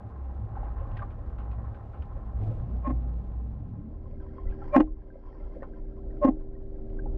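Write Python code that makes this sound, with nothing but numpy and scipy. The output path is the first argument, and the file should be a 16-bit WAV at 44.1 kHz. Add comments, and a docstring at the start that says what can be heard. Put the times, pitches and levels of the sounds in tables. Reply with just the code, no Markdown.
"""A camera in its case lies in a swimming pool. First someone wades on the steps: splashes and drops
ring the case, while a distant engine drones. Near 3 s a large pocket of air gulps loose, and the
engine, after a brief dip, speeds up and fades. Around 4 s wading gives way to swimming: a pump hums,
strokes push rumbling currents past the case and fine bubbles fizz. Two louder gulps follow, near
4.8 s and 6.3 s. Small bubbles plink from start to end."""
import sys
import numpy as np
from scipy import signal
from scipy.fft import rfft, irfft
from scipy.io import wavfile
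from scipy.ndimage import uniform_filter1d

SR = 44100
rng = np.random.default_rng(int(sys.argv[2]) if len(sys.argv) > 2 else 0)


def to_wav(sig):
    """Store sig (one row per channel, or 1-D mono) as 16-bit WAV at the path in sys.argv[1].

    Samples outside -1..1 are clipped; the rate is SR.
    """
    pcm = np.clip(np.atleast_2d(sig), -1, 1) * 32767
    pcm = np.round(pcm).astype(np.int16)
    wavfile.write(sys.argv[1], SR, pcm.T)  # frames by channels


N = 316197
TIME = np.arange(N) / SR

# Levels are relative. A t60 is the time a sound takes to fade by 60 dB.
# Air breaking loose, several breaks to a gulp: break_s, swell_s, low_whistle_db, high_whistle_db,
# shrill_whistle_db, tearing_db, snap_db, pocket_hz, pocket_db, pocket_t60_s
AIR_BREAKS = [(2.878, 0.028, -36.5, -30, -62.5, -45.5, -53, 257, -26, 0.22),
              (2.910, 0.012, -36.5, -33.5, -63, -45, -70, 259, -27.5, 0.099),
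              (4.766, 0.025, -17, -20.5, -43.5, -30, -32.5, 263.4, -7.5, 0.059),
              (4.781, .006, -28, -24, -55.5, -37, -53, 276, -11.5, .04),
              (4.794, .004, -35.5, -37, -79, -70, -66.5, 250, -14, 0.034),
              (4.8075, 0.0041, -23, -25.5, -66.5, -32.5, -42, 297, -13.5, 0.084),
              (6.252, 0.023, -16.5, -22, -68, -39.5, -39.5, 266.3, -12, 0.14),
              (6.290, .022, -27, -28, -69.5, -44.5, -54, 258.3, -13.5, 0.069)]
# The low, high and shrill whistle of the pocket's neck: pitch_hz, sag_hz, lead_s, t60_s
NECK_WHISTLES = [(590, 62, 0.0069, 0.082), (1078, 18, 0.00296, 0.039), (2356, 9.1, .012, 0.066)]
# Laps, splashes and spurts of bubbles: peak_s, body_db, spray_db, swell_s, t60_s
SPLASH_EVENTS = [(.487, -59, -77, .002, 0.06), (.556, -46.5, -76, .004, 0.35),
                 (.636, -58.5, -73.5, 0.0033, .3), (.795, -52, -74, 0.026, 0.63),
                 (.918, -44, -66.5, 0.0054, .03), (0.972, -47, -54, 0.0017, 0.032),
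                 (.995, -59, -67, 0.056, 0.19), (1.022, -38.5, -72, 0.003, 0.095),
                 (1.105, -51, -66, 0.00088, 0.12), (1.386, -47.5, -64.5, .004, 0.22),
                 (1.516, -57, -62.5, 0.0036, .1), (1.661, -53, -87, .01, 0.28),
                 (1.746, -51, -67, 0.0033, 0.12), (1.941, -53.5, -74, 0.015, 0.6),
                 (2.024, -49.5, -61.5, 0.0043, .05), (2.165, -51, -87, 0.0019, .07),
                 (2.414, -51, -67, .0015, 0.059), (4.51, -58, -71, 0.021, .2),
                 (5.628, -43.5, -71, .0015, 0.11), (6.412, -61, -86, 0.013, .1),
                 (6.535, -67.5, -90, 0.017, 0.092), (6.790, -63, -88, .008, 0.054),
                 (6.901, -64, -74, 0.0062, .03)]
# The clearest small bubbles: time_s, pitch_hz, level_db
PLINKS = [(.489, 790, -45), (.570, 815, -41), (.636, 804, -35.5), (0.818, 540, -40), (0.857, 1080, -41.5),
          (0.973, 1880, -44), (.982, 3660, -67), (0.994, 1570, -42.5), (1.026, 1164, -32),
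          (2.171, 553, -41.5), (2.515, 526, -41), (4.135, 586, -47), (4.217, 1560, -56.5),
          (4.269, 996, -52.5), (4.426, 1040, -56), (4.475, 1990, -57), (4.528, 1610, -53.5),
          (4.622, 810, -44.5), (4.622, 1350, -50), (5.161, 550, -45), (5.408, 578, -45), (5.568, 520, -38),
          (5.628, 550, -37), (5.628, 1830, -52.5), (6.111, 1860, -64), (6.995, 1575, -49),
          (7.063, 813, -40.5)]
# Swimming strokes: peak_s, level_db, half_width_s
SWIM_STROKES = [(4.15, -39, 0.11), (4.482, -22.5, 0.028), (4.679, -35, 0.067), (4.871, -31, 0.076),
                (5.269, -32.5, 0.01), (5.45, -34, 0.037), (5.651, -43.5, 0.15), (5.85, -34, 0.043),
                (6.079, -34, 0.064), (6.35, -32.5, 0.13), (6.65, -39, 0.054), (6.86, -35.5, 0.12),
                (7.14, -27, 0.13)]
# Water around the swimmer: time_s, flow_db, fizz_db
SWIM_LEVELS = [(3.9, -60.5, -74.5), (4.14, -60.5, -68), (4.51, -58.5, -65.5), (4.68, -58.5, -57.5),
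               (4.82, -50, -74), (4.92, -70, -73.5), (5.12, -61.5, -72.5), (5.27, -63, -65.5),
               (5.37, -61, -63.5), (5.56, -56, -66), (5.81, -61.5, -71), (6.25, -55.5, -73),
               (6.5, -62, -74.5), (6.69, -59.5, -74.5), (7.14, -55, -70.5)]
# Engine speed: time_s, speed_hz
ENGINE_SPEEDS = [(0, 35.3), (2.3, 35.3), (2.45, 29.8), (2.95, 30.9), (3.35, 34.5), (3.85, 36.4),
                 (4.3, 39.3)]
# Engine tones at 1, 2, 3... times that speed: idle_db, loaded_db
ENGINE_HARMONICS = [(-7, -11.5), (-2, -18.5), (-2.5, -7), (-19, -6.5), (-22, -14.5), (-19, -12.5),
                    (-26.5, -19), (-30, -19)]
# Exhaust booms: peak_s, pitch_hz, glide_hz_per_s, level_db, half_width_s
EXHAUST_BOOMS = [(0.301, 65, -0.5, -34, .15), (.68, 56, -5.5, -32.5, 0.1), (1.462, 58, 10, -30.5, 0.14),
                 (2.362, 55, 11.5, -33.5, 0.14), (2.471, 107.5, 49.5, -28.5, 0.072),
                 (2.66, 64, -11, -33.5, .07), (2.98, 58.3, 0, -26.5, 0.25), (3.44, 59.7, 3.5, -33, 0.14),
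                 (4.2, 77, 2, -41.5, .45)]
# The pump's hum: pitch_hz, level_db
HUM_TONES = [(120.5, -56), (231.5, -59.5), (308, -57), (386.6, -53.5), (540, -71)]

# Pitches at which the case and tiny bubbles ring: pitch_hz, width_hz, level_db
CASE_RINGS = [(540, 95, 12), (809.5, 39.6, 18), (1044, 51, 15.5), (1313, 130, 7), (1570, 110, 4),
              (1877, 170, 4), (2130, 87, 0), (2450, 69, -5.5), (2800, 63, -6.5), (2980, 61, -19),
              (2910, 150, -14.5), (3420, 79, -17), (3530, 100, -25), (4340, 130, -27.5), (4670, 90, -31.5)]
FIZZ_RINGS = [(799, 49, 8.5), (997, 55, 7.5), (1340, 46, 3), (1614, 74, -3.5), (1815, 52, -8),
              (2094, 110, -7), (3200, 230, -11.5), (4250, 150, -28), (4530, 150, -30), (5300, 400, -30.5)]
STRAY_RINGS = [(520, 30, 3.5), (1050, 24, 3.5), (1580, 34, -6.5), (1890, 40, -9), (2040, 35, -16)]

# How each source rises and falls: time_s, level_db
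TRICKLE_LEVELS = [(0.0, -54.5), (0.43, -57.5), (0.7, -50.5), (0.91, -53.5), (1.21, -56), (1.68, -52.5),
                  (2.0, -60.5), (2.25, -55), (4.0, -66.5)]
STIR_LEVELS = [(0, -52.5), (.85, -51), (2.37, -52), (2.43, -41.5), (2.62, -48), (3.3, -51.5), (3.9, -57)]
RUMBLE_LEVELS = [(0, -50.5), (.45, -50), (.68, -32), (1.1, -40), (1.8, -48.5), (2.3, -39), (2.65, -50),
                 (3.6, -51.5), (4.0, -39)]
ENGINE_LEVELS = [(0, -47.5), (1.55, -42.5), (2.25, -44), (2.5, -35.5), (3.2, -42.5), (3.9, -41.5),
                 (4.1, -52), (4.5, -53.5), (5.2, -75.5)]
PUMP_LEVELS = [(0, -30.5), (3.3, -23.5), (4.0, -5.5), (4.6, 5.5), (5.15, -7.5), (5.6, -2), (6.1, 4),
               (6.6, 2.5), (7.17, 9)]

# The tone colour of each noise, from bass to treble: pitch_hz, level_db
CURRENT_COLOUR = [(20, 10.5), (32, 3), (48, -0.5), (68, -7), (95, -17), (140, -42), (250, -52.5),
                  (500, -66.5)]
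FLOW_COLOUR = [(90, -11), (135, 5), (175, 7.5), (300, 8.5), (420, 1.5), (550, 5), (750, -5.5),
               (1000, -21.5), (1800, -39.5), (4000, -41), (9000, -55.5), (15000, -56)]
WASH_COLOUR = [(80, -9.5), (130, 5), (200, 4.5), (320, 2.5), (520, -3), (780, -5.5), (1100, -24),
               (1800, -33), (3000, -43.5)]
HISS_COLOUR = [(1200, -15), (2200, 17.5), (3300, 11), (4500, 4), (7000, -1), (11000, -8), (15000, -11)]
RUMBLE_COLOUR = [(20, -12), (35, 24.5), (55, 2), (85, 1.5), (120, -8), (170, -32), (300, -50.5)]
GULP_SPRAY_COLOUR = [(1500, 0.5), (3500, 2.5), (6000, -8.5), (10000, -17), (15000, -21)]
CHURN_COLOUR = [(175, -30), (205, 2.5), (290, -6.5), (420, -9), (520, -11.5), (740, 0.5), (1000, -28)]
SPLASH_SPRAY_COLOUR = [(1500, 1.5), (2600, 6), (3100, 0.5), (3600, -5.5), (4800, -14.5),
                       (6500, -32), (14000, -42)]
STEREO_COLOUR = [(20, 11.5), (70, -16.5), (300, -16.5), (900, -29), (4000, -30.5), (15000, -54.5)]


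def gulps():
    """An air pocket whistles, breaks loose and rings low; the tearing air rattles the case."""
    bubbles, tearing, snaps, gurgle = np.zeros((4, N))
    pocket_swell_s = 0.0052
    for break_s, swell_s, *whistle_dbs, tear_db, snap_db, hz, db, t60_s in AIR_BREAKS:
        for neck_db, (neck_hz, sag_hz, lead_s, neck_t60_s) in zip(whistle_dbs, NECK_WHISTLES):
            span, song = whistle(break_s - lead_s, swell_s, neck_hz, sag_hz, neck_t60_s)
            bubbles[span] += from_db(neck_db) * song
        pocket = (hz, db, t60_s)
        overtone = (hz * 3.05, db - 17.5, 0.022)
        freed_bubble = (307, db - 12, 0.23)
        for ring_hz, ring_db, ring_t60_s in (pocket, overtone, freed_bubble):
            span, t, envelope = burst(break_s, pocket_swell_s, ring_t60_s)
            bubbles[span] += bubble(ring_db, ring_hz, t, envelope, octaves_per_s=0.11)
        span, _, envelope = burst(break_s, pocket_swell_s, t60_s)
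        gurgle[span] += from_db(db - 17.5) * envelope   # water churns around the pocket
        # The tearing and the snap peak just before the break.
        span, _, envelope = burst(break_s - 0.006, swell_s, t60_s=0.06)
        tearing[span] += from_db(tear_db) * envelope
        span, _, envelope = burst(break_s - 0.003, swell_s=0.00099, t60_s=0.025)
        snaps[span] += from_db(snap_db) * envelope
    knocks = (tearing + from_db(10) * snaps) * unit_power(clicks(5500, spread_db=2.5))
    rattle = from_db(5) * camera_case(knocks, top_hz=3800)
    spray = (snaps * from_db(-13.5) + tearing * from_db(-31)) * noise(GULP_SPRAY_COLOUR)
    churn = gurgle * noise(CHURN_COLOUR)
    shudder = from_db(1.6 * drift(110))
    return bubbles * shudder + rattle + spray + churn


def whistle(peak_s, swell_s, hz, sag_hz, t60_s):
    """A narrowing neck of air sings louder, sags in pitch and shuts. 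Gives its samples and sound."""
    span, t, envelope = burst(peak_s, swell_s, t60_s)
    sag_s = 0.0015
    pitch_hz = hz - sag_hz * (1 + np.tanh(t / sag_s)) / 2
    return span, envelope * np.sin(2 * np.pi * np.cumsum(pitch_hz) / SR)


def bubble(level_db, hz, t, envelope, octaves_per_s):
    """A ringing pocket of air whose pitch slides as its shape changes."""
    cycles = hz * t * (1 + np.log(2) * octaves_per_s * t / 2)
    return from_db(level_db) * envelope * np.sin(2 * np.pi * cycles)


def plinks():
    """Small bubbles pinch off with a short, unsteady plink that rises a little."""
    sound = np.zeros(N)
    for time_s, hz, db in PLINKS:
        span, t, envelope = burst(time_s - 0.002, swell_s=0.0038, t60_s=0.053)
        sound[span] += bubble(db, hz, t, envelope, octaves_per_s=0.73)
    return sound * from_db(4.9 * drift(77))


def splashes():
    """A splash patters on the case: a dull body of large drops and a thin spray of fine ones."""
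    body, spray = np.zeros((2, N))
    for peak_s, body_db, spray_db, swell_s, t60_s in SPLASH_EVENTS:
        span, _, envelope = burst(peak_s, swell_s, t60_s)
        body[span] += from_db(body_db) * envelope
        spray[span] += from_db(spray_db) * envelope
    drops = body * unit_power(clicks(4000, spread_db=3))
    ringing = from_db(2.5) * camera_case(drops, top_hz=1690)
    through_wall = from_db(5) * band(drops, 1400, 1934, order=3)
    return ringing + through_wall + spray * noise(SPLASH_SPRAY_COLOUR)


def camera_case(x, top_hz):
    """The case rings at its own pitches and muffles what lies above top_hz."""
    rings = sum((-1) ** k * from_db(db) * resonate(x, hz, width_hz)
                for k, (hz, width_hz, db) in enumerate(CASE_RINGS))
    return band(rings, 400, top_hz)


def currents():
    """Each swimming stroke pushes a rumbling current past the case."""
    still_water_db = -45.5
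    strokes = sum(from_db(db - 3.5) * swell_at(s, half_width_s) for s, db, half_width_s in SWIM_STROKES)
    surge = noise(CURRENT_COLOUR)
    surge /= np.sqrt(uniform_filter1d(surge ** 2, size=3500))   # evened out, so the strokes shape it
    return surge * (from_db(still_water_db) + strokes)


def bubbly_flow():
    """Water flows by, fine bubbles fizz against the case and stray ones plink at random."""
    flow_db, fizz_db = curves(SWIM_LEVELS)
    gurgle = sum(from_db(db + 4 * drift(16)) * resonate(clicks(900, spread_db=4), hz, width_hz)
                 for hz, width_hz, db in FIZZ_RINGS)
    fizz = unit_power(band(gurgle, 430, 2600, order=3)) * from_db(fizz_db + 1.5 + 0.53 * drift(15))
    sizzle = unit_power(band(gurgle, 4400, 5800, order=4)) * from_db(fizz_db - 26)
    pings = sum(from_db(db) * resonate(clicks(6, spread_db=5), hz, width_hz)
                for hz, width_hz, db in STRAY_RINGS)
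    strays = unit_power(band(pings, 400, 1800, order=4)) * from_db(fizz_db + 0.5)
    flow = noise(FLOW_COLOUR) * from_db(flow_db + 7.5)
    return flow + fizz + sizzle + strays


def trickle():
    """Droplets patter on the case, ringing it and also passing straight through its wall."""
    level_db, = curves(TRICKLE_LEVELS)
    drops = clicks(1100, spread_db=0.5)
    patter = camera_case(drops, top_hz=1430) + from_db(-14) * band(drops, 1100, 1750, order=3)
    lapping = from_db(1.3 * drift(14))
    return unit_power(patter) * from_db(level_db) * lapping


def stirred_water():
    """Wading stirs the water into a low wash, with a fainter hiss and crackle."""
    stir_db, = curves(STIR_LEVELS)
    wash = noise(WASH_COLOUR) * from_db(stir_db + 0.5 * drift(6.4))
    hiss = noise(HISS_COLOUR) * from_db(stir_db - 30.5 + 1.1 * drift(25) + 1.2 * drift(150))
    ticks = band(clicks(450, spread_db=5), 1500, 4400, order=3)
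    crackle = unit_power(ticks) * from_db(stir_db - 37.5)
    return wash + hiss + crackle


def engine():
    """A far engine drones, its upper tones gaining under load; the exhaust booms now and then."""
    speed_hz, = curves(ENGINE_SPEEDS)
    level_db, = curves(ENGINE_LEVELS)
    load = np.interp(TIME, [2.3, 2.6], [0, 1])
    sound = np.zeros(N)
    for k, (idle_db, loaded_db) in enumerate(ENGINE_HARMONICS, 1):
        gain = from_db(level_db + idle_db + load * (loaded_db - idle_db))
        sound += gain * tone(k * speed_hz, wander_hz=0.78, flutter_db=6)
    for peak_s, hz, glide_hz_per_s, db, half_width_s in EXHAUST_BOOMS:
        boom = tone(hz + glide_hz_per_s * (TIME - peak_s), wander_hz=0.62, flutter_db=1.5)
        sound += from_db(db - 2.23) * swell_at(peak_s, half_width_s) * boom
    return sound


def pump():
    """The pool's pump hums through the water."""
    level_db, = curves(PUMP_LEVELS)
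    return sum(from_db(level_db + db) * tone(hz, wander_hz=0.23, flutter_db=1.4) for hz, db in HUM_TONES)


def rumble():
    """A low rumble comes and goes beside the pool."""
    level_db, = curves(RUMBLE_LEVELS)
    return noise(RUMBLE_COLOUR) * from_db(level_db)


def from_db(db):
    """Turn decibels into a number to multiply by."""
    return 10 ** (np.asarray(db) / 20)


def unit_power(x):
    """Scale a signal to an average power of 1."""
    return x / np.sqrt(np.mean(x ** 2) + 1e-20)


def curves(rows):
    """Join a table's points in time with straight lines, one curve per value column."""
    times_s, *columns = np.transpose(rows)
    return [np.interp(TIME, times_s, column) for column in columns]


def drift(rate_hz):
    """A smooth random wobble of typical size 1; a higher rate wobbles faster."""
    step, warm_up = 40, 2000   # one value every 40 samples; the first values are skipped
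    r = np.exp(-2 * np.pi * rate_hz * step / SR)
    jitter = rng.standard_normal(N // step + warm_up + 2)
    slow = signal.lfilter([1], [1, -2 * r, r * r], jitter)[warm_up:]
    return np.interp(np.arange(N) / step, np.arange(len(slow)), unit_power(slow))


def noise(colour):
    """Noise of power 1 with the given tone colour."""
    hz, db = np.transpose(colour)
    log_hz = np.log(np.arange(N // 2 + 1) * SR / N + 1e-3)
    gain = from_db(np.interp(log_hz, np.log(hz), db, left=-90, right=-120))
    return unit_power(irfft(rfft(rng.standard_normal(N)) * gain, N))


def band(x, low_hz, high_hz, order=2):
    """Keep what lies between two pitches; a higher order cuts more sharply."""
    return signal.sosfilt(signal.butter(order, [low_hz, high_hz], "band", fs=SR, output="sos"), x + 1e-18)


def resonate(x, hz, width_hz):
    """Make a signal ring at one pitch; a narrower width rings longer."""
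    r = np.exp(-np.pi * width_hz / SR)
    feedback = [1, -2 * r * np.cos(2 * np.pi * hz / SR), r * r]
    return signal.lfilter(np.array([1, 0, -1]) * (1 - r * r) / 2, feedback, x + 1e-18)


def clicks(per_s, spread_db):
    """Random clicks of uneven size and sign."""
    sizes = from_db(spread_db * np.minimum(rng.exponential(1, N), 4))
    return sizes * rng.choice([-1, 1], N) * (rng.random(N) < per_s / SR)


def burst(peak_s, swell_s, t60_s):
    """A swell that dies away: its samples, time from the peak and envelope (loudness shape)."""
    span = slice(max(0, int((peak_s - 2 * swell_s) * SR)), min(N, int((peak_s + 2 * t60_s) * SR)))
    t = TIME[span] - peak_s
    rise = np.cos(np.pi / 2 * np.clip(t / (2 * swell_s), -1, 0)) ** 4
    return span, t, rise * from_db(-60 * np.maximum(t, 0) / t60_s)


def swell_at(peak_s, half_width_s):
    """A smooth rise and fall around a moment."""
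    return np.exp(-0.5 * np.minimum(((TIME - peak_s) / half_width_s) ** 2, 100))


def tone(hz, wander_hz, flutter_db):
    """A plain tone, unsteady in pitch and level."""
    phase = 2 * np.pi * np.cumsum(hz + wander_hz * drift(3.63)) / SR
    return np.sqrt(2) * np.sin(phase + rng.uniform(0, 2 * np.pi)) * from_db(flutter_db * drift(14))


def scene():
    """Wading gives way to swimming; only a very faint noise spreads to the left and right."""
    wading = trickle() + stirred_water() + rumble()
    swimming = currents() + bubbly_flow()
    blend = np.interp(TIME, [3.5, 4.3], [0, np.pi / 2])
    water = np.cos(blend) * wading + np.sin(blend) * swimming
    middle = water + engine() + pump() + gulps() + plinks() + splashes()
    side = from_db(-86) * noise(STEREO_COLOUR)
    return np.array([middle + side, middle - side])


def record(dry):
    """The loudest gulps are rounded off, and the highest treble is cut steeply."""
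    ceiling, cutoff_hz = 0.52, 15300
    rounded = dry / (1 + (dry / ceiling) ** 6) ** (1 / 6)
    return signal.sosfilt(signal.cheby2(12, 70, cutoff_hz, fs=SR, output="sos"), rounded)


dry = scene()
out = record(dry)
to_wav(out)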